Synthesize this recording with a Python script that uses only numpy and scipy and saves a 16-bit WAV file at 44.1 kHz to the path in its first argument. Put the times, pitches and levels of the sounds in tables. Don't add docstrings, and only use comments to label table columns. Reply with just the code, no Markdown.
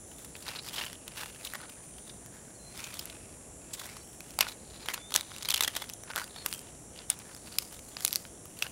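import sys
import numpy as np
from scipy import signal
from scipy.fft import rfft, irfft, next_fast_len
from scipy.io import wavfile
from scipy.ndimage import uniform_filter1d

SR = 44100
rng = np.random.default_rng(int(sys.argv[2]) if len(sys.argv) > 2 else 0)


def generate_wav(signal):
    frames = np.transpose(np.atleast_2d(signal))
    scaled = np.clip(frames, -1, 1) * 32767
    pcm = np.round(scaled).astype(np.int16)
    wavfile.write(sys.argv[1], SR, pcm)


def natural_amplitude(level_db):
    exponent = np.asarray(level_db, float) / 20
    return 10 ** exponent


N = 384111


def on_log(hz, points):
    f, db = np.transpose(points)
    return np.interp(np.log(np.maximum(hz, 1)), np.log(f), db)


def walk(rate_hz):
    knots = rng.standard_normal(int(N / SR * rate_hz) + 2)
    return np.interp(np.arange(N) * rate_hz / SR, np.arange(len(knots)), knots)


def leaf(hz, ring_hz, body_db, treble_db, width, ring_db):
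    slope_db = on_log(hz, [(250, body_db - 11.5), (900, body_db + 1.0), (1700, body_db),
                           (2600, 0.0), (4800, 0), (7500, treble_db),
                           (11000, treble_db), (16000, treble_db - 5.5)])
    u = hz / ring_hz
    rings = 0
    for gain, v in [(1, u), (0.14, 1.654 * u)]:
        rings = rings + gain * 1j * width * v / (1 - v ** 2 + 1j * width * v)
    return natural_amplitude(slope_db) * (1 + natural_amplitude(ring_db) * rings)


# peak time in s, level in dB, ring in Hz, body re middle in dB,
# treble re middle in dB, nominal length in ms (snaps() takes off 0.6).
SNAP_ROWS = [(.116, -46, 2960, 8, -5, 3.4), (.247, -41, 9000, 1, -2, 7), (.3539, -38, 2520, 5, -18, 3.3),
             (.425, -42, 4460, 5, 2, 6.8), (.481, -32, 4250, 2, -6, 4), (.5604, -35, 4030, -2.5, -9, 14),
             (.59, -34.5, 4100, -7, -20, 11), (.6868, -33.5, 3400, -13, -2, 4.4),
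             (.695, -36, 3380, -13, -5, 2.4), (.741, -34, 3230, -11, 1, 2.4),
             (.7616, -34, 3700, -8, -6, 11), (.7826, -28.5, 3050, -1, -13, 12),
             (.7974, -36, 3020, -16, -21, 3.2), (.813, -32, 2800, 1, -16, 8.7),
             (.8383, -31.5, 3060, 4, -7, 2), (.8523, -37, 2910, -3, 13, 5.6),
             (.9302, -34.5, 3730, -6, -5, 2.2), (.955, -43, 2890, -8, -9, 2.2),
             (1.0799, -31.5, 2660, -3, -2.5, 2.5), (1.12, -45.5, 2000, 0, -10, 2.8),
             (1.1774, -35, 2820, 6, -3, 3.3), (1.228, -38, 2840, 12, 4, 3.9),
             (1.4498, -30, 3900, -15, 2, 9.3), (1.472, -34, 3040, -25, -7, 5.9),
             (1.5368, -28.5, 1880, 10, 8, 2.1), (1.554, -34, 1100, 9, 5, 5.1),
             (1.6148, -39.5, 10200, 5.5, -5, 2.4), (1.696, -44, 2970, -5, -2, 6.6),
             (1.9845, -44.5, 3150, 4, -4, 5.2), (2.0784, -44, 3570, 6, 2, 4),
             (2.0964, -42.5, 3750, 0.5, -10.5, 8.2), (2.2617, -40, 7100, -3, 5, 0.74),
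             (2.7765, -37, 4970, -19.5, 5, 2.4), (2.8043, -34, 9750, -7, -2, .9),
             (2.8416, -31.5, 7000, -13, -8, 6), (2.9326, -42, 1980, -4, -21, 2.7),
             (2.9417, -35.5, 4540, -8, 5, 3.9), (2.993, -29, 5100, -17, 0, 6.9),
             (3.056, -30.5, 11300, -8, 6, 1.3), (3.0998, -38, 3870, -15, -10, 3.3),
             (3.737, -32, 7750, -17, -1, 13), (3.7972, -34.5, 7140, -17, 0, 2.8),
             (3.8154, -37, 3750, 15, 4, 8.4), (3.857, -37, 1960, 5, 3, 5), (3.8654, -37, 2370, 2, 6, 2.8),
             (3.9687, -40, 10380, 6, -6, 3.8), (4.2061, -35, 2540, -2, -0.5, 1.6),
             (4.3066, -40, 5510, -10, 2.5, 2.2), (4.3893, -17.5, 4420, 4.5, 0, 1.7),
             (4.4087, -12, 2430, -4, -4.5, 5.3), (4.4681, -30, 1440, 4, -17, 2.4),
             (4.8598, -36, 3800, 3, -4, 5.8), (4.8866, -21, 3170, 4, -8, .7),
             (4.9389, -29.5, 2750, 3, 2, 9.1), (4.9781, -33, 1510, 2.5, -19, 1.7),
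             (5.107, -37, 4070, 6, -2, 3.7), (5.1215, -32, 3400, 4, -3.5, 5),
             (5.1411, -19, 3760, -12, -3, 1.7), (5.1504, -21.5, 3450, -3, -1, 1.9),
             (5.1551, -21, 5860, 10, 8, 1.5), (5.1613, -12, 6740, -6.5, -4.5, 2.2),
             (5.2101, -27, 3660, -8, 0, 1.6), (5.3176, -37, 1390, 0, -21, 2.4),
             (5.364, -34, 2760, -5, -2, 1.3), (5.3834, -35.5, 7550, 0, -5, 5.4),
             (5.4249, -32.5, 6290, -2, -4, 1.7), (5.4295, -30.5, 3510, 3, 0, 2.4),
             (5.4496, -30, 3670, -6, -5, 2.1), (5.4555, -30.5, 4150, 5, -3, 5.1),
             (5.488, -20, 2970, -5, -1, 3), (5.5054, -17.5, 3950, -9, -3, 3.4),
             (5.5155, -25, 3450, -8, -7, 5.1), (5.5247, -28, 3080, 3, 2, 2.4),
             (5.5414, -16.5, 3250, -8.5, -3, 5), (5.5606, -24.5, 3200, -1, -4, 2.5),
             (5.5669, -27, 2290, -11, -7, 3.2), (5.577, -26, 3210, -14, -3, 3.4),
             (5.5944, -32.5, 2330, 2, -5, 2.7), (5.6085, -14.5, 3430, -1.5, -2.5, 4.7),
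             (5.623, -30, 3500, 11, -2, 5), (5.636, -21, 6500, -5, -4, 6.4),
             (5.647, -23.5, 3330, -3, -5, 6.4), (5.6786, -21, 3220, 3.5, -1.5, 4.5),
             (5.7525, -31, 3800, 1.5, -4, 4.4), (5.7655, -24, 3280, 1.5, -1, 6.6),
             (5.8211, -32, 3400, 5, -2.5, 7.6), (5.8927, -34.5, 5170, -14.5, -1.5, 1.2),
             (5.8988, -30.5, 2500, -9, -2, 1.3), (5.9362, -32, 6290, -9, 4, 2.8),
             (6.0361, -36.5, 5770, 12, 2, 2.4), (6.1025, -33.5, 1490, 2, -10, 3),
             (6.1148, -35, 1420, 3, -10, 1.1), (6.1354, -34.5, 1420, 9, -11, 1.9),
             (6.1557, -34, 1170, 13, 5, 0.71), (6.1605, -21.5, 3530, 2, 2, 0.68),
             (6.167, -27, 1380, 2, -7, 2.1), (6.1838, -35, 1590, 4, 9, 2.7), (6.1878, -40, 1340, 9, 3, 1.8),
             (6.2167, -30.5, 1480, 6, -7, 2.7), (6.2422, -33.5, 3510, -3, 3, 1.2),
             (6.2781, -42.5, 2630, 5, -2, 1.8), (6.362, -38, 3720, 4, -10, 5.8),
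             (6.462, -19, 11400, 0.5, -2, 2.7), (6.4911, -38, 5880, -14.5, 11, 1.3),
             (6.5276, -24.5, 9700, -6, -5, 1.9), (6.5382, -28, 3060, -19, 10, 1.6),
             (6.5475, -33.5, 2910, -8.5, 2, 1.3), (6.5795, -39, 8310, -19, -2.5, 1.5),
             (6.5925, -35, 8530, -11, 1, 1.3), (6.962, -44, 2930, -9, -10, 2),
             (6.9765, -44, 2900, -11.5, -10, 2.7), (6.99, -36, 2900, -11, -15, 1.4),
             (7.1012, -13, 9400, -12.5, 2, 2), (7.1183, -35, 3600, 4.5, -16, 1.3),
             (7.19, -36.5, 5750, 2.5, 12, 1), (7.3487, -37.5, 4930, 7, 2.5, 1.9),
             (7.3646, -42, 6120, 5, 8, 2), (7.541, -43.5, 4460, -5, -6, 1.6),
             (7.5858, -14.5, 5020, -9.5, 5, 1.7), (7.792, -41, 6400, 4, -5, 3.5),
             (7.9685, -29, 4840, 1.5, -17, 2.1), (8.007, -32, 3320, 4, -3, 2.8),
             (8.0497, -13.5, 10100, -11, 1.5, 2.4), (8.063, -29, 9840, -10, -10, 1.7),
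             (8.0737, -31, 9840, -6, 1, 1.2), (8.0793, -22, 2570, -7, 5, 1.7),
             (8.1081, -37, 4010, -36, 2, 1.4), (8.1291, -19, 11600, -18, -5, 1.1),
             (8.1366, -29, 5790, -12, -5, 1.3), (8.1522, -32, 6010, -8, 6, 0.9),
             (8.1585, -15, 4550, -14, 1.5, 0.75), (8.2522, -39, 1380, -1, -21, 3.3),
             (8.456, -39, 1210, 0, 6, 1.9), (8.59, -34, 4610, -12, 6, 1.2),
             (8.6245, -18.5, 2740, -9, -12, 3.8), (8.6317, -38, 6600, -12, -2, 4.5),
             (8.6666, -33, 2930, 6, -10, 3.9)]


def snaps():
    size, lead = 2048, 256
    out = np.zeros(N + size)
    t_ms = (np.arange(size) - lead) / SR * 1000
    hz = np.fft.rfftfreq(size, 1 / SR)
    chance = rng.standard_normal((len(SNAP_ROWS), 2, size))
    for row, (noise, scatter) in zip(SNAP_ROWS, chance):
        peak_s, level_db, ring_hz, body_db, treble_db, nominal_ms = row
        ms = max(nominal_ms - .6, .25)
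        run = np.where(t_ms < 0, np.exp(t_ms / (.22 * ms)), np.exp(-t_ms / (.65 * ms)))
        fractures = run * noise * natural_amplitude(5.6 * scatter)
        response = leaf(hz, ring_hz, body_db, treble_db, width=0.087, ring_db=8.4)
        snap = irfft(rfft(fractures) * response)
        loudest_rms = np.sqrt(uniform_filter1d(snap ** 2, size=40).max())
        i = int(peak_s * SR) - lead
        out[i:i + size] += natural_amplitude(level_db) * snap / loudest_rms
    return out[:N]


# peak time in s, level in dB, leaf ring in Hz,
# treble re middle in dB, time to swell 20 dB in s, time to fade 20 dB in s (crunch_db() floors both).
CRUNCH_ROWS = [(.247, -58.5, 3540, 4.5, 0.3, .1), (.36, -58.5, 3490, 3, -0.36, 0.6),
               (.44, -63, 4500, -5, 0.4, 1.5), (0.469, -41, 2600, -7, .015, 0.15),
               (0.49, -38.5, 4180, -8.5, 0.05, 0), (.57, -41, 4090, -11, 0.03, -0.05),
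               (0.679, -43, 4830, -2, 0.07, 0.01), (.75, -43, 3300, 0, 0.06, -0.02),
               (.8, -39, 3000, -5.5, 0.12, 0.14), (1.085, -57.5, 2800, -13, 0.2, 0.7),
               (1.177, -43.5, 2820, -3, 0.04, 0.22), (1.231, -46, 1390, -9, 0.13, 0.02),
               (1.39, -54, 2500, -2, -0.7, 0.66), (1.435, -47.5, 3830, -3, -0.22, 0.16),
               (1.546, -44, 2000, -9, 0.02, 0.11), (1.63, -49.5, 1450, -19, 0.15, 0.1),
               (1.77, -64.5, 1610, -12, .06, 0.4), (1.995, -62, 3100, -5, 0.2, -0.07),
               (2.1, -63, 3670, -2, 0.46, 0.2), (2.368, -60, 1700, -4, 0.3, 0.4),
               (2.759, -44.5, 3480, -4, -0.03, 0.1), (2.836, -47.5, 2480, -4.5, 0.18, 0.27),
               (2.95, -49.5, 3460, -1, .03, 0.27), (3.06, -55, 2600, -10, 0.26, .5),
               (3.74, -59, 2620, -6, 0.23, 0.3), (3.81, -47, 3530, -1, 0.08, 0.22),
               (3.865, -51.5, 2330, -6, 0.23, 0.22), (4.0, -65.5, 3000, 5, -0.4, 0.8),
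               (4.22, -58, 2840, -1, -0.04, 0.7), (4.33, -62, 2860, 0, -0.1, 0.7),
               (4.412, -34, 2480, -9, 0.02, 0.0849), (4.484, -37, 4000, -3.5, 0.02, .04),
               (4.835, -51, 4150, -10, 0.3, .06), (4.9, -37.5, 2070, -7, 0.04, .035),
               (4.943, -32.5, 4100, 0, -0.01, -0.04), (4.98, -50.5, 2300, -13, 0.24, 0.12),
               (5.159, -32.5, 3650, -3.5, -0.0227, .06), (5.35, -51.5, 3720, -8, 0.4, 0.4),
               (5.45, -47, 4130, -10, -0.48, 0.2), (5.504, -24, 4150, 1.5, -0.016, -0.01),
               (5.567, -44, 2970, -6, -0.11, 0.33), (5.626, -27.5, 3620, 3, -0.04, -0.0019),
               (5.683, -32.5, 3400, -5, -0.18, -0.11), (5.76, -40, 3530, -6, -0.48, 0.06),
               (5.8, -51, 3300, -5, 0.2, 0.25), (5.9, -60, 2450, -4, -0.2, .12),
               (6.11, -42.5, 1530, -25, 0.05, -0.59), (6.186, -35, 1600, -5, 0.04, .075),
               (6.39, -54, 3900, -9, 0.2, 0.33), (6.465, -55.5, 1250, 1, 0.24, 0.17),
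               (6.53, -53.5, 2630, 5, 0.26, 0.16), (6.69, -59, 2970, -9, 0.2, 0.13),
               (6.995, -52.5, 2970, -24.5, 0.1, 0.13), (7.108, -40.5, 3600, -2, 0.02, 0.04),
               (7.228, -53.5, 2460, -10, 0.13, 0), (7.33, -52, 1700, -6.5, 0.18, 0),
               (7.48, -55.5, 2700, -4.5, .08, 0.1), (7.535, -53.5, 4400, -2, 0.36, 0.24),
               (7.595, -57, 4860, 3, -0.1, 0.37), (7.71, -46, 2940, 2.5, -0.12, 0.03),
               (7.79, -54, 3700, 2, 0.16, -0.1), (8.005, -54.5, 3320, -2, 0.2, 0.4),
               (8.06, -51.5, 4420, 5, 0.24, 0.14), (8.16, -52.5, 4850, 4, 0.25, 0.15),
               (8.23, -75, 3830, -9, -7.9, 12), (8.626, -53, 2870, 2, 0.16, 0.2),
               (8.663, -50, 1500, -6, 0.08, -0.1)]


def crunch_db(t):
    peak_s, level_db, _, _, swell_s, fade_s = np.transpose(CRUNCH_ROWS)[:, :, None]
    slope_s = np.maximum(np.where(t > peak_s, fade_s, swell_s), .005)
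    return level_db - 20 * np.abs(t - peak_s) / slope_s


# ring in Hz, body re middle in dB.
BODY_BY_RING = [(1500, 4), (4000, 1.5)]
TICKS_PER_S, TICK_SPREAD_DB = 8000, .5
BUNCHES_PER_S, BUNCH_MS, BUNCH_SPREAD_DB, BETWEEN_DB = 350, 2.5, 2, -7
RING_WIDTH, RING_DB = .13, 5


def rustle():
    ticks = (rng.random(N) < TICKS_PER_S / SR) * rng.standard_normal(N)
    ticks = ticks * natural_amplitude(TICK_SPREAD_DB * rng.exponential(size=N))
    starts = (rng.random(N) < BUNCHES_PER_S / SR) * natural_amplitude(BUNCH_SPREAD_DB * rng.standard_normal(N))
    bunches = signal.lfilter([1], [1, -np.exp(-1000 / BUNCH_MS / SR)], starts)
    ticks = ticks * (natural_amplitude(BETWEEN_DB) + bunches)

    grid_s = np.arange(0, N / SR, .001)
    effort = np.sqrt(np.sum(natural_amplitude(crunch_db(grid_s)) ** 2, axis=0))
    ticks = ticks / ticks.std() * np.interp(np.arange(N) / SR, grid_s, effort)

    hz, frame_s, z = signal.stft(ticks, SR, nperseg=512, noverlap=384)
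    band = (hz > 1200) & (hz < 5200)
    colours = []
    for _, _, ring_hz, treble_db, *_ in CRUNCH_ROWS:
        body_db = on_log(ring_hz, BODY_BY_RING)
        colour = leaf(hz, ring_hz, body_db, treble_db, RING_WIDTH, RING_DB)
        colours.append(colour / np.sqrt(np.sum(np.abs(colour[band]) ** 2) / len(hz)))
    loudest = crunch_db(frame_s).argmax(axis=0)
    z = z * np.array(colours)[loudest].T
    return signal.istft(z, SR, nperseg=512, noverlap=384)[1][:N]


# start in s, length in s, first pitch in Hz, last pitch in Hz,
# level in dB (before swell and waver).
BIRD_NOTES = [(2.54, .045, 4450, 4200, -68), (2.585, .185, 4110, 4170, -59), (4.0, .04, 4050, 4050, -63),
              (4.0, .04, 4500, 4500, -65), (4.985, .13, 3460, 3650, -53), (6.21, .06, 4780, 4700, -55),
              (6.35, .11, 4460, 4190, -51), (6.48, .145, 3330, 3120, -59)]
SWELL_SHARE, SWELL_DB = .45, 7


def bird():
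    out, t = np.zeros(N), np.arange(N) / SR
    for start_s, length_s, first_hz, last_hz, level_db in BIRD_NOTES:
        end_s = start_s + length_s
        edge = np.clip(np.minimum(t - start_s, end_s - t) / 0.015, 0, 1)
        hz = np.interp(t, [start_s, end_s], [first_hz, last_hz])
        loudest_s = start_s + SWELL_SHARE * length_s
        swell_db = np.interp(t, [start_s, loudest_s, end_s], [-SWELL_DB, 0, -SWELL_DB])
        phase = 2 * np.pi * np.cumsum(hz * (1 + 0.0025 * walk(47))) / SR
        level = np.sqrt(2) * natural_amplitude(level_db + swell_db + 2.3 * walk(50))
        out += edge * level * np.sin(phase)
    return out


# time in s, rate in Hz.
CLICK_RATE = [(0, 508.08), (2, 508.12), (3.3, 507.92), (4.3, 507.28), (5.5, 507.13), (6.7, 507.17),
              (7.4, 507.48), (8.71, 507.52)]
# frequency in Hz, tone level in dB (before pairing, throb and fades).
TONE_LEVELS = [(5100, -101), (5600, -71), (6100, -70.5), (6600, -74.5), (7200, -66.5), (7700, -69),
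               (8300, -73.5), (9150, -67), (10600, -69), (11200, -88.5), (12000, -98.5)]
THROB_HZ = 69.85
BAND_SWELL_DB, SHARED_SWELL_DB, OWN_SWELL_DB = 1.5, 1.5, 3.5
SWELLS_PER_S = 2.5


def whirr():
    t = np.arange(N) / SR
    time_s, rate_hz = np.transpose(CLICK_RATE)
    pair = np.exp(1j * np.pi * np.cumsum(np.interp(t, time_s, rate_hz)) / SR)
    throb = np.exp(2j * np.pi * THROB_HZ * t)
    sides = {n: throb ** n for n in range(-2, 3)}
    steps = t * SWELLS_PER_S
    knots = int(steps[-1]) + 2
    bands_db = BAND_SWELL_DB * rng.standard_normal((8, knots)).repeat(4, axis=0)
    out, tone = np.zeros(N), pair ** 18
    for m in range(19, 48):
        tone = tone * pair
        khz = m * rate_hz.mean() / 2000
        odd_db = (m % 2) * np.interp(khz, [7.5, 9.3], [-9, -1.5])
        outer_db = np.interp(khz, [5.5, 8, 10.5], [-22, -13, -5])
        centre_db = np.interp(khz, [8.5, 10.5], [0, -8])
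        side_db = centre_db, 0, outer_db
        shared_db = bands_db[m - 19] + SHARED_SWELL_DB * rng.standard_normal(knots)
        for n in range(-2, 3):
            db = on_log(1000 * khz, TONE_LEVELS) + odd_db + side_db[abs(n)]
            own_db = OWN_SWELL_DB * rng.standard_normal(knots)
            fade = np.interp(steps, np.arange(knots), natural_amplitude(db + shared_db + own_db))
            start_phase = np.exp(2j * np.pi * rng.random())
            out += fade * (tone * sides[n] * start_phase).real
    return out


HUM_HZ, HUM_DB = 57.5, -72


def hum():
    hz = HUM_HZ * (1 + 0.0294 * walk(3))
    level = np.sqrt(2) * natural_amplitude(HUM_DB + 2.5 * walk(3.78))
    return level * np.sin(2 * np.pi * np.cumsum(hz) / SR)


# frequency in Hz, density in dB per Hz.
AIR_SPECTRUM = [(20, -18.5), (55, 0.5), (120, -0.5), (250, -2.5), (700, -8), (1000, -16.5), (2500, -23.5),
                (4500, -29.5), (5500, -26.5), (7200, -14), (10000, -22), (11300, -17.5), (12300, -41),
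                (15500, -33)]
AIR_DB = -52


def air():
    size = next_fast_len(N)
    shape = natural_amplitude(on_log(np.fft.rfftfreq(size, 1 / SR), AIR_SPECTRUM))
    x = irfft(rfft(rng.standard_normal(size)) * shape, size)[:N]
    return natural_amplitude(AIR_DB + 0.72 * walk(1.47)) * x / x.std()


def porch(x):
    t = np.arange(int(.15 * SR)) / SR
    decay = np.exp(-np.log(1000) * t / .12)
    echo = natural_amplitude(-48) * rng.standard_normal(len(t)) * decay * (t > .002)
    echo = signal.lfilter([1], [1, -.6], echo)
    echo[0] = 1
    return signal.fftconvolve(x, echo)[:N]


def scene():
    through_porch = porch(snaps() + rustle() + bird())
    return (through_porch + whirr() + hum() + air())[None]


def top_cut(x):
    return signal.sosfilt(signal.butter(12, 17020, fs=SR, output="sos"), x)


def record(dry):
    size = next_fast_len(N)
    hz = np.fft.rfftfreq(size, 1 / SR)
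    top_db = on_log(hz, [(15750, 0), (15950, -19), (16500, -23), (16800, -48)])
    mix = irfft(rfft(dry, size) * natural_amplitude(top_db), size)[:, :N]
    return top_cut(mix)


dry = scene()
out = record(dry)
generate_wav(out)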